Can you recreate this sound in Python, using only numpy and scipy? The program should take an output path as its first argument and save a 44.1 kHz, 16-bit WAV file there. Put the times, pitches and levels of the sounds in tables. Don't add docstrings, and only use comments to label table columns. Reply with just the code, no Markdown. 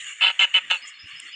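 import sys
import numpy as np
from scipy import signal
from scipy.fft import rfft, irfft
from scipy.io import wavfile
from scipy.ndimage import uniform_filter1d, minimum_filter1d

SR = 44100
rng = np.random.default_rng(int(sys.argv[2]) if len(sys.argv) > 2 else 0)


def to_wav(sig):
    pcm = np.clip(np.atleast_2d(sig), -1, 1) * 32767
    pcm = np.round(pcm).astype(np.int16)
    wavfile.write(sys.argv[1], SR, pcm.T)


N = 59535
TIME_S = np.arange(N) / SR
GRID_HZ = np.fft.rfftfreq(4096, 1 / SR)


def amp(db):
    return 10 ** (np.asarray(db) / 20)


def unit(x):
    return x / np.sqrt(np.mean(x ** 2) + 1e-20)


def spectrum(points):
    hz, db = np.transpose(points)
    return np.interp(np.log(GRID_HZ + 1), np.log(hz + 1), db)


def curve(points):
    return np.interp(TIME_S, *np.transpose(points))


def add(mix, start_s, sound):
    part = mix[max(round(start_s * SR), 0):][:len(sound)]
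    part += sound[:len(part)]


def colour(x, gain_db):
    log_gain = np.log(amp(np.maximum(gain_db - gain_db.max(), -100)))
    mirrored = np.concatenate([log_gain, log_gain[-2:0:-1]])
    taps = np.fft.ifft(np.exp(np.conj(signal.hilbert(mirrored)))).real
    return signal.fftconvolve(x, taps / np.linalg.norm(taps))


def wander(count, rate_hz):
    hz = np.fft.rfftfreq(N, 1 / SR)
    return unit(irfft(rfft(rng.standard_normal(N)) * np.exp(-(hz / rate_hz) ** 2), N))[:count]


def patchy(x, depth_db, width_hz, length_s):
    hz, t, bands = signal.stft(x, SR, nperseg=512, noverlap=384)
    swell = rng.standard_normal(bands.shape)
    swell = uniform_filter1d(swell, round(width_hz / hz[1]), axis=0)
    swell = uniform_filter1d(swell, round(length_s / t[1]), axis=1)
    return signal.istft(bands * amp(depth_db * unit(swell)), SR, nperseg=512, noverlap=384)[1][:len(x)]


# freq_hz, relative_db
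WASH_SPECTRUM = [(25, -51.5), (50, -29.5), (80, -24.5), (180, -25.5), (320, -26), (600, -24), (980, -24.5),
                 (1170, -7.5), (1450, -9.5), (1750, 3), (2200, 5), (2520, 1), (2850, 10.5), (3100, 2),
                 (3500, -0.5), (3800, -12.5), (4100, -23.5), (4350, -8.5), (4650, -27.5), (5100, -28),
                 (5700, -21.5), (6450, -19.5), (7000, -5.5), (7700, -20.5), (8400, -14.5), (9000, -25.5),
                 (9550, -46), (10200, -34), (11200, -47), (15000, -57)]
# time_s, level_db
SLOSH_LEVELS = [(0, -38), (.1, -38), (.15, -44.5), (.19, -40), (.35, -40.5), (.5, -42), (.63, -40.5),
                (.8, -42), (.88, -42.5), (.96, -44.5), (1.07, -44), (1.14, -40), (1.22, -42), (1.28, -40.5),
                (1.35, -44.5)]
# time_s, gain_db
TREBLE_GAINS = [(0, 8.5), (.12, 13), (.2, 4), (.5, 3), (.65, -3), (.77, 9.5), (.84, -6.5), (.885, 15.5),
                (.92, -5), (1.03, -16), (1.09, 6), (1.13, -5), (1.27, 3), (1.35, -11.5)]


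def slosh(droplets_per_s=2900, droplet_share=0.298, treble_hz=5560):
    droplets = rng.standard_normal(N) * amp(np.minimum(rng.exponential(1, N), 4))
    droplets *= rng.random(N) < droplets_per_s / SR
    fizz = np.sqrt(droplet_share) * unit(droplets) + np.sqrt(1 - droplet_share) * rng.standard_normal(N)
    fizz = patchy(fizz, depth_db=3.5, width_hz=297.5, length_s=0.04)
    wash = unit(colour(fizz, spectrum(WASH_SPECTRUM))[:N])
    treble = signal.sosfiltfilt(signal.butter(4, treble_hz, "high", fs=SR, output="sos"), wash)
    return amp(curve(SLOSH_LEVELS)) * (wash - treble + amp(curve(TREBLE_GAINS)) * treble)


# start_s, length_s, pitch_hz, log_half_width, level_db
WATER_BUMPS = [(0.018, 0.059, 145, 0.237, -79), (0.033, 0.1233, 1187, 0.061, -60),
               (0.601, 0.131, 190, 0.43, -67.5), (0.807, 0.074, 289, 0.235, -74.5),
               (0.826, .05, 1221, 0.036, -55), (1.019, 0.0475, 84.8, 0.268, -57),
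               (1.022, 0.066, 252, 0.262, -67.5), (1.065, 0.049, 1130, 0.042, -65),
               (1.11, .1, 134, 0.308, -69), (1.207, .1, 293, 0.243, -69.5)]


def bumps():
    out = np.zeros(N)
    for start_s, length_s, pitch_hz, half_width, level_db in WATER_BUMPS:
        t = np.arange(0, length_s, 1 / SR)
        band = signal.butter(2, pitch_hz * np.exp([-half_width, half_width]), "band", fs=SR, output="sos")
        gurgle = signal.sosfilt(band, rng.standard_normal(N))[-len(t):]
        add(out, start_s, amp(level_db) * unit(gurgle * np.sin(np.pi * t / length_s)))
    return out


def croak_drive(pitch_hz, roughness, jitter=0.0344, shimmer=0.756, rasp_hz=1460):
    count = len(pitch_hz)
    cycles = np.cumsum(pitch_hz * (1 + jitter * roughness * wander(count, rate_hz=180))) / SR - 0.3
    pulses = unit(np.cos(2 * np.pi * np.outer(cycles, np.arange(1, 60))).sum(1))
    pulses *= np.exp(shimmer * roughness * wander(count, rate_hz=173))
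    puffs = (0.27 + np.exp(-(cycles % 1) / 0.4)) * rng.standard_normal(count)
    rasp = signal.sosfilt(signal.butter(1, rasp_hz, "high", fs=SR, output="sos"), puffs)
    drive = unit(pulses) + 2 * roughness * unit(rasp)
    return unit(patchy(drive, depth_db=3, width_hz=260, length_s=0.015))


def peak(centre_hz, half_width_hz):
    return 1 / (1 + ((GRID_HZ - centre_hz) / half_width_hz) ** 2)


# freq_hz, relative_db
THROAT_SPECTRUM = [(300, -44), (570, -19), (770, -18), (950, -11), (1110, -18.5), (1300, -10.5), (1540, -9),
                   (1720, -11), (1920, -13.5), (2110, -2), (2380, -10.5), (2550, -1.5), (2950, 2),
                   (3250, -11.5), (3450, -7), (3780, -20.5), (4000, -13), (4400, -21.5), (4700, -35.5),
                   (5200, -30), (5900, -54), (6300, -22.5), (6700, -44), (7350, -22), (7800, -43.5),
                   (8350, -31.5), (9000, -42), (9600, -82), (10200, -50), (12000, -70.5)]


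def throat(beak_hz, beak_db, mouth_db, treble_db, rasp_ring_db, low_cut_hz=498):
    gain_db = spectrum(THROAT_SPECTRUM) + beak_db * peak(beak_hz, 104) + mouth_db * peak(2070, 640)
    gain_db += treble_db * peak(6670, 900) + rasp_ring_db * peak(4830, 340)
    return gain_db - 10 * np.log10(1 + (low_cut_hz / (GRID_HZ + 1)) ** 20)


def smear(x, spread_s=0.0013, band_hz=450, low_lag_s=0.0028, low_hz=2212):
    size = 16384
    hz = np.fft.rfftfreq(size, 1 / SR)
    knots_hz = np.arange(0, SR / 2, band_hz)
    lag_s = spread_s * np.interp(hz, knots_hz, 1 + rng.standard_normal(len(knots_hz)))
    lag_s += low_lag_s / (1 + (hz / low_hz) ** 4)
    phase = 2 * np.pi * np.cumsum(np.maximum(lag_s, 0)) * SR / size
    return irfft(rfft(x, size) * np.exp(-1j * phase), size)[:len(x)]


LEAD_S, PITCH_PEAK_S = 0.011, 0.02815
SCOOP_RATIO, CLOSING_DROP_RATIO = 0.01477, 0.0298


def croak(length_s, level_db, pitch_hz, sag_ratio, roughness, attack_s, release_s, fade_db,
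          treble_db, beak_hz, beak_db, mouth_db, rasp_ring_db, lead_db):
    t = np.arange(0, length_s, 1 / SR)
    early = np.maximum(1 - t / PITCH_PEAK_S, 0)
    late = np.maximum((t - PITCH_PEAK_S) / (length_s - PITCH_PEAK_S), 0)
    arch_hz = pitch_hz * (1 - SCOOP_RATIO * early ** 2 - sag_ratio * late ** 1.5)
    envelope = np.minimum(t / attack_s, 1) * np.minimum((length_s - t) / release_s, 1)
    envelope *= amp(fade_db * (t / length_s) ** 1.129)
    drive = croak_drive(arch_hz, roughness) * envelope
    open_db = throat(beak_hz, beak_db, mouth_db, treble_db, rasp_ring_db)
    closed_db = np.interp(GRID_HZ / (1 - CLOSING_DROP_RATIO), GRID_HZ, open_db)
    lead = round(LEAD_S * SR)
    open_drive = np.pad(drive * (1 - late), (lead, 0))
    closed_drive = np.pad(drive * late, (lead, 0))
    breath = amp(lead_db) * np.hanning(2 * lead) * rng.standard_normal(2 * lead)
    add(open_drive, 0, breath)
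    voice = smear(colour(open_drive, open_db) + colour(closed_drive, closed_db))
    return amp(level_db) * voice * np.linalg.norm(envelope) / np.linalg.norm(voice)


def bank_reverb(x, t60_s=0.47, build_s=0.0058):
    t = TIME_S[:SR // 2]
    tail = rng.standard_normal(len(t)) * amp(-60 * t / t60_s) * np.minimum(t / build_s, 1)
    return signal.fftconvolve(x, tail / np.linalg.norm(tail))[:N]


# start_s, length_s, level_db, pitch_hz, sag_ratio, roughness, attack_s, release_s, fade_db,
# treble_db, beak_hz, beak_db, mouth_db, rasp_ring_db, lead_db
CROAK_CALLS = [(0.212, 0.10594, -15, 191.4, 0.03913, 0.72, 0.011, 0.0366, -1.5, -16.5, 3022, 6.5, -3, 5.5, -5.5),
               (.391, 0.06445, -14, 193.7, 0.078, 0.42, 0.0016, 0.01524, 0, 8, 3038, 13, 3, 0, -32),
               (0.538, 0.05188, -15, 187.4, 0.059, 0.17, 0.0026, 0.0081, -2.5, 2, 3020, 10, 3, -3, -13.5),
               (0.698, .075, -13, 184.6, .11, 0.46, 0.00388, 0.0079, -26.5, 0, 2785, 7.5, -8, -7, -24.5)]
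# delay_s, gain_db
POND_ECHOES = [(.0023, -8.5), (.031, -23.5)]


def croaking_bird(reverb_db=-17.5, dull_hz=1800):
    direct, echoes = np.zeros(N), np.zeros(N)
    for start_s, *settings in CROAK_CALLS:
        add(direct, start_s - LEAD_S, croak(*settings))
    for delay_s, gain_db in POND_ECHOES:
        add(echoes, delay_s, amp(gain_db) * direct)
    dull = signal.sosfilt(signal.butter(1, dull_hz, fs=SR, output="sos"), direct)
    return direct + echoes + amp(reverb_db) * bank_reverb(dull)


# start_s, level_db
DRIP_HITS = [(0.745, -33.5), (1.2, -23.5)]
# freq_hz, relative_db, t60_s
DRIP_RING = [(2802, 3, 0.00854), (7440, -2.5, 0.0093), (8600, -5, 0.01136), (10145, -14.5, 0.012)]


def drips(attack_s=0.00087):
    out, t = np.zeros(N), TIME_S[:SR // 30]
    ring = sum(amp(db - 60 * t / t60_s) * np.sin(2 * np.pi * hz * t) for hz, db, t60_s in DRIP_RING)
    for start_s, level_db in DRIP_HITS:
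        add(out, start_s, amp(level_db) * ring * np.minimum(t / attack_s, 1))
    return out


def whistle(length_s, from_hz, to_hz, skew, waver_ratio=0.016):
    progress = np.arange(0, length_s, 1 / SR) / length_s
    pitch_hz = from_hz + (to_hz - from_hz) * progress ** 2
    pitch_hz *= 1 + waver_ratio * wander(len(progress), rate_hz=230)
    envelope = np.sin(np.pi * progress ** skew) ** 2
    return unit(envelope * np.sin(2 * np.pi * np.cumsum(pitch_hz) / SR))


# start_s, flat_level_db, rising_level_db
SONG_PHRASES = [(0.763, -53, -50.5), (0.933, -57, -50), (1.101, -58, -53), (1.264, -56.5, -52)]


def songbird(rise_delay_s=0.052, reverb_db=-5):
    out = np.zeros(N)
    for start_s, flat_db, rising_db in SONG_PHRASES:
        flat = whistle(length_s=0.066, from_hz=4370, to_hz=4370, skew=0.485)
        rising = whistle(length_s=0.07, from_hz=5000, to_hz=5822, skew=0.584)
        add(out, start_s, amp(flat_db) * flat)
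        add(out, start_s + rise_delay_s, amp(rising_db) * rising)
    return out + amp(reverb_db) * bank_reverb(out)


def scene():
    return (croaking_bird() + slosh() + bumps() + drips() + songbird())[None]


def record(dry):
    ceiling_db, cutoff_hz = -6.5, 11000
    gain = np.minimum(amp(ceiling_db) / (abs(dry[0]) + 1e-9), 1)
    limited = dry * uniform_filter1d(minimum_filter1d(gain, size=130), size=130)
    low_pass = signal.firwin(511, cutoff_hz, window=("kaiser", 9), fs=SR)
    return signal.oaconvolve(limited, low_pass[None], "same")


dry = scene()
out = record(dry)
to_wav(out)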